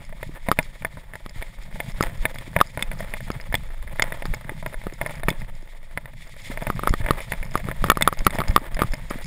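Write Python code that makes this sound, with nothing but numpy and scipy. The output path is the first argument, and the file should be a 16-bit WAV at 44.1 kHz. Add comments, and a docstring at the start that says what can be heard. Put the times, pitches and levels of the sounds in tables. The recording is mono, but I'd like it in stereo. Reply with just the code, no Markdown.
"""A mountain bike rolls down a slushy trail for nine seconds, heard from a cased camera on the rider's chest.
First the tyres crunch under light clacks; a hard knock comes at 2.6 s, and the wind swells after 3 s.
The ride quietens before 6 s, then wet spray surges; hard jolts and the hardest knocks fill 6.9 to 9 s.
Contacts are sums of damped modes, snow is random grains through filters, wind is filtered noise with
pressure swings, padded bumps are decaying sines; gain control and soft overload act on the sum."""
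import sys
import numpy as np
from scipy import signal
from scipy.fft import rfft, irfft, next_fast_len
from scipy.io import wavfile

SR = 44100
rng = np.random.default_rng(int(sys.argv[2]) if len(sys.argv) > 2 else 0)


def persist_wave(psi):
    """Save psi, clipped to +-1, as 16-bit WAV."""
    counts = np.round(np.clip(psi, -1, 1) * 32767).astype(np.int16)
    wavfile.write(sys.argv[1], SR, np.atleast_2d(counts).T)


N = 408366
TIME = np.arange(N) / SR
# Table levels are relative; clacks, knocks, ticks, clinks, rolling and wind are trimmed where they are played.


def from_db(db):
    """Decibel law: level to amplitude ratio."""
    return 10 ** (np.asarray(db) / 20)


def rms_one(x):
    """Normalisation to unit mean power."""
    return x / np.sqrt(np.mean(x ** 2) + 1e-20)


def in_time(rows):
    """Linear interpolation: each column of a curve, sample by sample."""
    times, *columns = np.transpose(rows)
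    return [np.interp(TIME, times, column) for column in columns]


def add(track, s, sound):
    """Superposition: mixes a sound in at time s, in seconds."""
    at = int(np.clip(round(s * SR), 0, N - 1))
    track[at:at + len(sound)] += sound[:N - at]


def blow(modes, thud_db, bright_db, ring_db, crack_db, sizzle_db):
    """Modal synthesis of an impact: damped modes plus friction noise; the mid modes carry 10 ms at rms 1."""
    hz, db, t60 = np.transpose(modes)
    t = TIME[:1300]   # 29 ms are kept
    low = hz < 420
    bright = (hz > 1600) & (hz < 7800)
    high = hz > 7800
    # each blow strikes the modes a little differently
    strength, detune = rng.standard_normal((2, len(hz)))
    gain = from_db(db + thud_db * low + bright_db * bright + ring_db * high + 2 * strength)
    pitch = hz + .022 * np.clip(hz, 800, 2500) * detune
    # the upper modes reach the microphone a fraction of a millisecond apart
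    lag = rng.uniform(0, .0005, len(hz)) * (hz > 1600)
    age = np.maximum(t - lag[:, None], 0)
    decay = np.exp(-np.log(1000) * age / t60[:, None])
    rings = -gain[:, None] * np.sin(2 * np.pi * pitch[:, None] * age) * decay
    mid_modes = rings[~low & ~high].sum(0)
    size = np.sqrt(np.sum(mid_modes ** 2) / (.01 * SR))
    # the faces grind as they meet: a dull crack, and a sizzle of crowded plate modes
    grit = rng.standard_normal((2, len(t)))
    dull_noise = rms_one(signal.lfilter([1], [1, -1.5, .62], grit[0]))
    treble_noise = rms_one(signal.lfilter([1, 0, -1], [1, .15, .45], grit[1]))
    crack = from_db(crack_db + bright_db / 3) * dull_noise
    sizzle = from_db(sizzle_db + ring_db) * treble_noise
    grind = np.exp(-t / 0.002) * (1 - np.exp(-t / 0.0011))
    return rings.sum(0) / size + (crack + sizzle) * grind


def blows(rows, modes, crack_db, sizzle_db):
    """Superposition of impacts on one part: rows of (time, level, thud, brightness, ring)."""
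    out = np.zeros(N)
    for s, db, thud_db, bright_db, ring_db in rows:
        add(out, s, from_db(db) * blow(modes, thud_db, bright_db, ring_db, crack_db, sizzle_db))
    return out


def contacts(rows, ring_share):
    """Contact stiffness: a harder touch excites the brighter modes, and a share of that the highest modes."""
    return [(s, db, thud_db, hard_db, ring_share * hard_db) for s, db, thud_db, hard_db in rows]


# the faces seldom meet flat: average delay and weakening of the second corner
MEAN_CORNER_DELAY_S, MEAN_CORNER_LOSS_DB = .0032, 10


def second_corners(rows):
    """Double impact: a weaker touch follows each one within milliseconds and makes it ragged."""
    chance = rng.random((len(rows), 2))
    touches = []
    for (s, db, thud_db, hard_db), (late, weak) in zip(rows, chance):
        delay_s = MEAN_CORNER_DELAY_S * (.5 + late)
        loss_db = MEAN_CORNER_LOSS_DB * (.5 + weak)
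        touches.append((s + delay_s, db - loss_db, thud_db, hard_db))
    return touches


def chatter(ground_db, per_s, spread_db, count):
    """Random point process: touches grow denser and stronger with the ground; per_s holds at its median."""
    when, luck = rng.random((2, count))
    size, thud, bright, ring = rng.standard_normal((4, count))
    here_db = ground_db[(when * (N - 1)).astype(int)]
    roughness = from_db((here_db - np.median(ground_db)) / 2)
    chance = per_s * TIME[-1] / count * roughness
    level_db = here_db + spread_db * np.clip(size, -2, 1.5)
    rows = np.column_stack([when * TIME[-1], level_db, 4 * thud, 4 * bright, 3 * ring])
    return rows[luck < chance]


# case clacking on its mount: (time [s], level [dB], extra thud [dB], hardness [dB])
CLACKS = [(0.126, -41, -6, -8), (0.2294, -32.5, -10, 0.5), (0.4864, -21.5, 10.5, -6.5),
          (0.5888, -16, 8, 3.5), (0.8224, -40.5, -6, 2), (0.8483, -24.5, -4, 5), (0.9716, -39.5, 12, -8),
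          (1.1357, -38.5, -3, 8), (1.155, -36, -0.5, -0.5), (1.4243, -33, -3, 6), (1.758, -41, 1, -9),
          (1.8024, -27, 1, 2.5), (2.0264, -29.5, -2.5, 10), (2.2538, -19, -0.5, 9), (2.358, -39, 0.5, 0),
          (2.564, -18, 10.5, -1.5), (2.5888, -33, 7, 0), (2.6036, -24.5, -3.5, 3), (2.7744, -27, 5.5, -7),
          (2.7935, -34, -10, 4), (2.9153, -34, 7, 5), (3.0053, -32, -4, -3), (3.1382, -29, 3.5, 5),
          (3.2054, -39.5, -9, 0), (3.4, -40, -7, 2.5), (3.5252, -33, -2, 4), (3.542, -20.5, 10, 3),
          (3.8764, -42, 5, 6), (3.9963, -20, -4, 7), (4.1223, -30, -5.5, 0.5), (4.2227, -32, -7, 2),
          (4.3382, -30.5, -7, 4), (4.494, -30.5, 12, 0), (4.6266, -37.5, 11, -6), (4.662, -29, -5.5, 1),
          (4.743, -35, -9, -3), (5.0137, -24.5, 4, 0), (5.0619, -28.5, -2, 2.5), (5.095, -37, 11.5, -4),
          (5.2337, -31, 0, 0.5), (5.2848, -20.5, -7, 0), (5.4179, -40, -8.5, 2), (5.9748, -26, 7.5, 1),
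          (6.0568, -39.5, 4, 3.5), (6.574, -31, 4, 2), (6.6234, -31.5, 12, -7), (6.6687, -27, 7, -0.5),
          (7.0628, -28.5, -3, 2), (7.0867, -29, 4, 0.5), (7.2046, -36, -4.5, 3), (7.3208, -25, 8, 6),
          (7.3352, -32.5, 13.5, 2), (7.4284, -35.5, -1, 7.5), (7.576, -33.5, 9, -3), (7.7138, -30, 5, 3),
          (8.0104, -21.5, -2.5, 4), (8.3864, -21.5, 4, -1), (8.7686, -33, 5, -7), (8.792, -26, 8, -4),
          (8.936, -31.5, 14.5, 3)]
# case knocking on its stop: (time [s], level [dB], extra thud [dB], hardness [dB])
KNOCKS = [(0.5155, -15, -2, -2.5), (0.525, -35, 9, -1), (1.2623, -39, 8, 4), (2.0085, -20.5, 9, -9),
          (2.6127, -7, -11.5, -16), (3.303, -31, 11.5, -1), (4.255, -33.5, 7.5, 8),
          (4.8686, -38, 16.5, -13.5), (5.284, -27, 10.5, -9.5), (6.7017, -22.5, 4, -29),
          (6.7937, -30.5, 0, -13.5), (6.8351, -27, 2, -21), (6.874, -17, -22, -13), (6.9387, -24.5, 7, 6),
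          (7.108, -15.5, 7.5, -3), (7.555, -19, -3.5, -30), (7.687, -32.5, 13.5, -7),
          (7.8414, -20.5, -8, -3), (7.8856, -35.5, 8, -4), (7.9001, -3.5, -8, 2), (7.9179, -14.5, -20, -7),
          (7.9722, -21, 5, -13), (8.076, -7, -18, -3.5), (8.0872, -26, -11.5, -11),
          (8.127, -25.5, -10, -30), (8.2666, -6.5, 1, -1.5), (8.277, -27, 4, -2), (8.4036, -24.5, 4, 3.5),
          (8.409, -31, -5, -16), (8.417, -23.5, -5, -28), (8.5624, -7.5, -4.5, -0.5),
          (8.578, -24.5, -4, -20), (8.8192, -17.5, 2.5, -4.5), (8.835, -28.5, -8, -9),
          (9.1105, -32, 6.5, -13)]
# latch ticking: (time [s], level [dB])
TICKS = [(2.3853, -40), (2.8247, -24.5), (3.5524, -26.5), (4.0218, -30.5), (5.3032, -31.5), (8.0231, -16.5),
         (8.306, -34)]
# chain and cables clinking: (time [s], level [dB])
CLINKS = [(0.6285, -49), (1.2946, -51.5), (2.0256, -35), (3.316, -45.5), (3.412, -50), (4.0221, -25.5),
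          (4.345, -43), (5.291, -41), (6.893, -40.5), (7.575, -45.5), (8.19, -41), (8.249, -44.5),
          (8.482, -40), (8.745, -44.5), (8.94, -44)]
# what each contact rings with: (nominal frequency [Hz], level [dB], decay by 60 dB [s])
CLACK_MODES = [(158, -7.5, 0.05), (257, -17.5, 0.049), (591, -12, 0.11), (648.6, 1.5, 0.038),
               (865, -7.5, 0.059), (956, -9, 0.052), (1437, -12, 0.045), (1813, 7, 0.014),
               (2110, 3.5, 0.023), (2360, -1.5, 0.014), (2400, -29, .013), (3540, -11, 0.023),
               (4940, -18.5, 0.0062), (6530, -32, 0.01), (8930, -14.5, 0.016), (9870, -7, 0.021),
               (10220, -4.5, 0.0071), (13200, -11, .013), (14250, -10, 0.026)]
KNOCK_MODES = [(126, -31, 0.035), (191, -14.5, 0.041), (375, 0, 0.0071), (580, -11.5, 0.011),
               (853, -7.5, 0.0085), (1152, -4.5, 0.019), (1240, -2, 0.024), (1864, -8.5, 0.021),
               (2280, -17, 0.028), (3500, -8, 0.0055), (4680, -7, 0.0031), (7230, -22, 0.0076),
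               (8380, -27, 0.02), (10715, -12.5, 0.014), (13500, -15.5, 0.017)]
TICK_MODES = [(200, -0.5, 0.034), (850, -44, .01), (1730, -17, .016), (2140, 3.5, 0.014),
              (2525, -14.5, 0.045), (3495, 1, 0.018), (5100, -9, 0.01), (6780, -13.5, 0.02),
              (8460, -10, 0.017), (9940, -16.5, 0.022), (14400, -12, 0.01)]
CLINK_MODES = [(2150, 6, 0.029), (3400, -35, 0.012), (4876, 5.5, 0.012), (5220, 4, 0.022),
               (5420, -4, 0.0036), (6600, 7, 0.0092), (7100, 3, 0.016), (10000, -2, 0.015)]
# share of a contact's hardness that also reaches the highest modes
CLACK_RING_SHARE, KNOCK_RING_SHARE = 0.89, 0.064
TICK_THUD_DB, TICK_BRIGHT_DB, TICK_RING_DB = -7, 1, 6


def rattles(crunch_db):
    """Impact excitation of resonant bodies: the case and the bike, shaken by the trail."""
    clack_rows = contacts(CLACKS + second_corners(CLACKS), CLACK_RING_SHARE)
    knock_rows = contacts(KNOCKS, KNOCK_RING_SHARE)
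    tick_rows = [(s, db, TICK_THUD_DB, TICK_BRIGHT_DB, TICK_RING_DB) for s, db in TICKS]
    clink_rows = [(s, db, 0, 0, 0) for s, db in CLINKS]
    clacks = from_db(1.92) * blows(clack_rows, CLACK_MODES, crack_db=-14.0, sizzle_db=-13.5)
    knocks = from_db(2.0) * blows(knock_rows, KNOCK_MODES, crack_db=-7.5, sizzle_db=-14.0)
    ticks = from_db(3.4) * blows(tick_rows, TICK_MODES, crack_db=-3.5, sizzle_db=-21)
    clinks = from_db(7.5) * blows(clink_rows, CLINK_MODES, crack_db=9, sizzle_db=-13)
    # small random touches between the larger ones
    clack_touches = chatter(crunch_db, per_s=24, spread_db=3.5, count=700)
    small_clacks = blows(clack_touches, CLACK_MODES, crack_db=4.5, sizzle_db=-9)
    knock_touches = chatter(crunch_db, per_s=17, spread_db=2.5, count=350)
    small_knocks = blows(knock_touches, KNOCK_MODES, crack_db=-18, sizzle_db=-10)
    clink_touches = chatter(crunch_db, per_s=11, spread_db=6.5, count=250)
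    small_clinks = blows(clink_touches, CLINK_MODES, crack_db=1, sizzle_db=-13)
    small = from_db(1.0) * small_clacks + from_db(-6.0) * small_knocks + from_db(-5.5) * small_clinks
    return clacks + knocks + ticks + clinks + small


# the load builds before each blow, settles after it and grows with its strength (dB per dB)
LOAD_RISE_S, LOAD_SETTLE_S, LOAD_FOLLOWS = 0.026, 0.02, 0.42
LOAD_FULL_DB = -17.5   # the suspension takes up whatever is harder than this


def tyre_load():
    """Power addition: the bump behind each clack and knock presses on the tyres in a quick swell."""
    power = np.zeros(N)
    t = TIME[:SR // 2] - .1
    swell = np.exp(np.minimum(t / LOAD_RISE_S, -t / LOAD_SETTLE_S))
    for s, db, _, _ in CLACKS + KNOCKS:
        press = from_db(LOAD_FOLLOWS * min(db, LOAD_FULL_DB)) * swell
        add(power, s + t[0], press ** 2)
    return np.sqrt(power)


def loaded(level_db, load_db, load):
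    """Power addition: a rolling level in dB, raised by the load of the bumps."""
    return 20 * np.log10(np.hypot(from_db(level_db), from_db(load_db) * load))


def drift(rate):
    """Random modulation: joins chance knots, rate of them per second, into a curve with rms 1."""
    knots = rng.standard_normal(4096)
    return rms_one(np.interp(TIME * rate, np.arange(len(knots)), knots))


def coloured(x, spectrum, resonances=()):
    """Linear filtering: multiplies the spectrum of x by a smooth curve with humps and dips on it; rms 1."""
    size = next_fast_len(N, real=True)
    hz = np.linspace(1, SR / 2, 8192)
    points, levels = np.transpose(spectrum)
    db = np.interp(np.log(hz), np.log(points), levels)
    for centre, width, height in resonances:
        db = db + height * np.exp(-.5 * ((hz - centre) / width) ** 2)
    gain = np.interp(np.fft.rfftfreq(size, 1 / SR), hz, from_db(db))
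    return rms_one(irfft(rfft(x, size) * gain, size)[:N])


def grains(per_s, spread_db):
    """Shot noise: snow crystals and drops as clicks of random time, size and sign."""
    sizes = from_db(spread_db * np.minimum(rng.exponential(1, N), 5)) * rng.choice([-1, 1], N)
    return sizes * (rng.random(N) < per_s / SR)


# smooth spectra of the tyre sounds: (frequency [Hz], level [dB per Hz])
DRONE = [(40, -18), (80, -5), (125, 1), (165, -1.5), (230, -11.5), (350, -34), (600, -48.5), (1500, -48.5)]
CRUNCH = [(150, 0), (330, 1.5), (550, -1.5), (1000, 0), (1500, -4.5), (2200, -9), (2800, -9), (4500, -19.5),
          (9000, -20), (15000, -18.5)]
SPRAY = [(900, -46), (2000, -0.5), (3000, -2.5), (4500, -3), (7000, -2.5), (9000, -15.5), (12000, -13),
         (15000, -21)]
# the case colours what comes from outside: (frequency [Hz], width [Hz], height [dB])
CASE = [(545, 44, 11), (690, 45, 6.5), (760, 24, -22), (856, 110, 7), (975, 75, -1.5), (1400, 520, 3.5),
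        (1773, 112, 6), (2150, 254, 10), (3475, 280, 7), (8460, 220, 9.5), (9800, 400, 10.5),
        (12500, 420, -19), (13630, 210, 12.5)]


def tyres(drone_db, crunch_db, spray_db):
    """Filtered shot noise: knobs drum on the ground, tread crushes slush in clumps and flings off spray."""
    drone_level = from_db(drone_db + 3.0 + 4.6 * drift(22))
    drone = drone_level * coloured(grains(per_s=300, spread_db=4.0), DRONE)
    crunch_level = from_db(crunch_db - 2.74 + 5.04 * drift(70))
    crunch = crunch_level * coloured(grains(per_s=1700, spread_db=2.0), CRUNCH, CASE)
    spray_level = from_db(spray_db + 3.0 + 3.7 * drift(40))
    spray = spray_level * coloured(grains(per_s=9000, spread_db=1.5), SPRAY, CASE)
    return drone + crunch + spray


# a wheel slaps into soft slush: (time [s], level [dB])
SPLASHES = [(1.411, -40.5), (2.03, -27.5), (2.805, -36.5), (3.025, -38), (4.037, -33.5), (4.245, -37.5),
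            (4.515, -45.5), (5.292, -32), (6.609, -37), (6.925, -60), (7.075, -35), (7.85, -32.5),
            (8.326, -27.5), (8.382, -41), (8.48, -39.5), (8.799, -28), (9.105, -33)]
SPLASH_RISE_S, SPLASH_FADE_S = 0.00057, 0.041


def splashes():
    """Enveloped shot noise: each slap squeezes out a short burst of coarse wet grains."""
    burst = np.zeros(N)
    t = TIME[:8192]
    envelope = (1 - np.exp(-t / SPLASH_RISE_S)) * np.exp(-t / SPLASH_FADE_S)
    for s, db in SPLASHES:
        add(burst, s, from_db(db) * envelope)
    return burst * coloured(grains(per_s=1100, spread_db=4.5), CRUNCH, CASE)


# the case bumps dully against the chest: (time [s], level [dB], pitch [Hz])
THUMPS = [(0.293, -25.5, 300), (1.361, -25.5, 109), (2.478, -26.5, 300), (4.451, -24, 151),
          (4.519, -23.5, 340), (4.626, -21.5, 151), (4.669, -22, 132), (4.925, -26, 345), (5.039, -28, 350),
          (5.313, -19, 300), (5.628, -35, 328), (6.501, -19.5, 234), (6.621, -20, 150), (6.678, -18, 130),
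          (7.003, -13, 101), (7.847, -12, 148), (8.218, -22, 202), (8.349, -14, 221), (8.392, -9.5, 140),
          (8.617, -22, 260), (8.844, -15, 130), (9.157, -20.5, 230)]
THUMP_CYCLES, THUMP_RISE_CYCLES = 0.91, 0.071   # time constants of fading and building up, in cycles


def thumps():
    """Heavily damped oscillator: each padded bump is a low note that dies within a few cycles."""
    out = np.zeros(N)
    for s, db, hz in THUMPS:
        cycles = hz * TIME[:4096]
        envelope = (1 - np.exp(-cycles / THUMP_RISE_CYCLES)) * np.exp(-cycles / THUMP_CYCLES)
        add(out, s, from_db(db) * np.sin(2 * np.pi * cycles) * envelope)
    return out


# smooth spectrum of the wind and body shake: (frequency [Hz], level [dB per Hz])
BUFFET = [(8, -12.5), (18, 6.5), (28, -5), (45, -9.5), (70, -21), (120, -26.5), (250, -67), (600, -82)]
# jolts that heave the case: (time [s], peak level [dB], time constant of the upward swing [s])
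JOLTS = [(0.134, -28, 0.0081), (1.399, -23, 0.0036), (1.592, -23.5, 0.0061), (1.745, -25, 0.011),
         (1.952, -22.5, 0.011), (2.07, -20, .01), (2.21, -16.5, 0.0077), (2.895, -21.5, 0.0073),
         (3.51, -19.5, 0.011), (4.315, -17.5, 0.0072), (4.774, -23.5, .01), (5.257, -18.5, 0.0088),
         (6.908, -11.5, 0.00093), (7.05, -16, 0.0046), (7.411, -23, 0.0083), (7.812, -17, .01),
         (8.206, -13.5, 0.0089), (8.498, -11, 0.0013), (8.757, -17.5, 0.011), (8.909, -16, 0.0077)]
JOLT_WIDTH_S = 0.0098   # spread of the bell that bounds the dip and the swell after it


def buffeting(buffet_db):
    """Filtered noise for lumpy wind and body shake; at a jolt the pressure dips, then swings up."""
    out = from_db(buffet_db + 5.0) * coloured(rng.standard_normal(N), BUFFET)
    t = np.arange(-.06, .06, 1 / SR)
    for s, db, swing in JOLTS:
        heave = np.tanh(t / swing) * np.exp(-.5 * (t / JOLT_WIDTH_S) ** 2)
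        add(out, s + t[0], from_db(db) * heave / heave.max())
    return out


# how hard the ground works the tyres: (time [s], drone of the knobs [dB], crunch of the slush [dB])
GROUND = [(0.0, -51.5, -53), (0.62, -51, -52.5), (1.08, -58, -54.5), (2.06, -49, -49.5), (2.81, -43, -47.5),
          (3.02, -45.5, -47.5), (3.87, -52, -50.5), (4.15, -44, -46), (4.74, -49.5, -49),
          (5.18, -43.5, -46.5), (5.72, -57.5, -56.5), (6.34, -55.5, -53), (6.76, -39, -46),
          (6.99, -37, -39.5), (7.35, -48, -47.5), (8.36, -36, -39.5), (8.87, -48.5, -48.5),
          (9.26, -43.5, -45)]
# how much wet snow the tyres fling off: (time [s], spray hiss [dB])
WETNESS = [(0.0, -59.5), (0.62, -55), (1.11, -59), (2.01, -53.5), (3.89, -59), (4.15, -55), (4.46, -57),
           (5.31, -60.5), (5.62, -63), (5.98, -64.5), (6.4, -49.5), (6.94, -53.5), (7.53, -55.5),
           (8.46, -57.5), (9.16, -55.5), (9.26, -54)]
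# wind and body shake on the case: (time [s], buffeting [dB])
WIND = [(0.0, -37), (0.72, -42), (0.93, -43.5), (2.01, -40.5), (2.6, -41), (3.63, -32.5), (5.05, -41.5),
        (5.36, -33.5), (5.7, -45), (6.68, -36.5), (6.89, -33), (9.26, -37)]
LOAD_DRONE_DB, LOAD_CRUNCH_DB = -35, -37


def scene():
    """Superposition of all sources at one microphone in the case, which feeds both channels."""
    drone_db, crunch_db = in_time(GROUND)
    spray_db, = in_time(WETNESS)
    buffet_db, = in_time(WIND)
    load = tyre_load()
    drone_db = loaded(drone_db, LOAD_DRONE_DB, load)
    crunch_db = loaded(crunch_db, LOAD_CRUNCH_DB, load)
    rolling = tyres(drone_db, crunch_db, spray_db) + splashes()
    sound = rolling + thumps() + buffeting(buffet_db) + rattles(crunch_db)
    return np.array([sound, sound])


LIMIT_DB, RECOVERY_DB_PER_S, ATTACK_S = 0, 49, 0.0079   # recovery is that of the held excess
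SQUEEZE = 0.33   # share of the held excess that is taken away


def gain_control(x):
    """Dynamic compression: a loud knock pulls the gain down within milliseconds; it creeps back up."""
    over_db = np.maximum(20 * np.log10(np.abs(x).max(0) + 1e-9) - LIMIT_DB, 0)
    recovery_db = RECOVERY_DB_PER_S * TIME
    held_db = np.maximum.accumulate(over_db + recovery_db) - recovery_db
    r = np.exp(-1 / (ATTACK_S * SR))
    smooth_db = signal.lfilter([1 - r], [1, -r], held_db)
    return x * from_db(-SQUEEZE * smooth_db)


NULL_HZ, NULL_Q, NULL_DEPTH = 6050, 4, 0.77   # a depth of 1 would be a complete null
CUTOFF_HZ = 15600


def record(dry):
    """Saturation and filtering: soft overload after the gain control, a treble dip of the recorder, a cut top."""
    level = gain_control(dry)
    clipped = level / (1 + (level * level) ** 3) ** (1 / 6)
    notched = signal.lfilter(*signal.iirnotch(NULL_HZ, NULL_Q, fs=SR), clipped)
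    hollow = clipped + NULL_DEPTH * (notched - clipped)
    return signal.sosfilt(signal.ellip(8, .3, 70, CUTOFF_HZ, fs=SR, output="sos"), hollow)


dry = scene()
out = record(dry)
persist_wave(out)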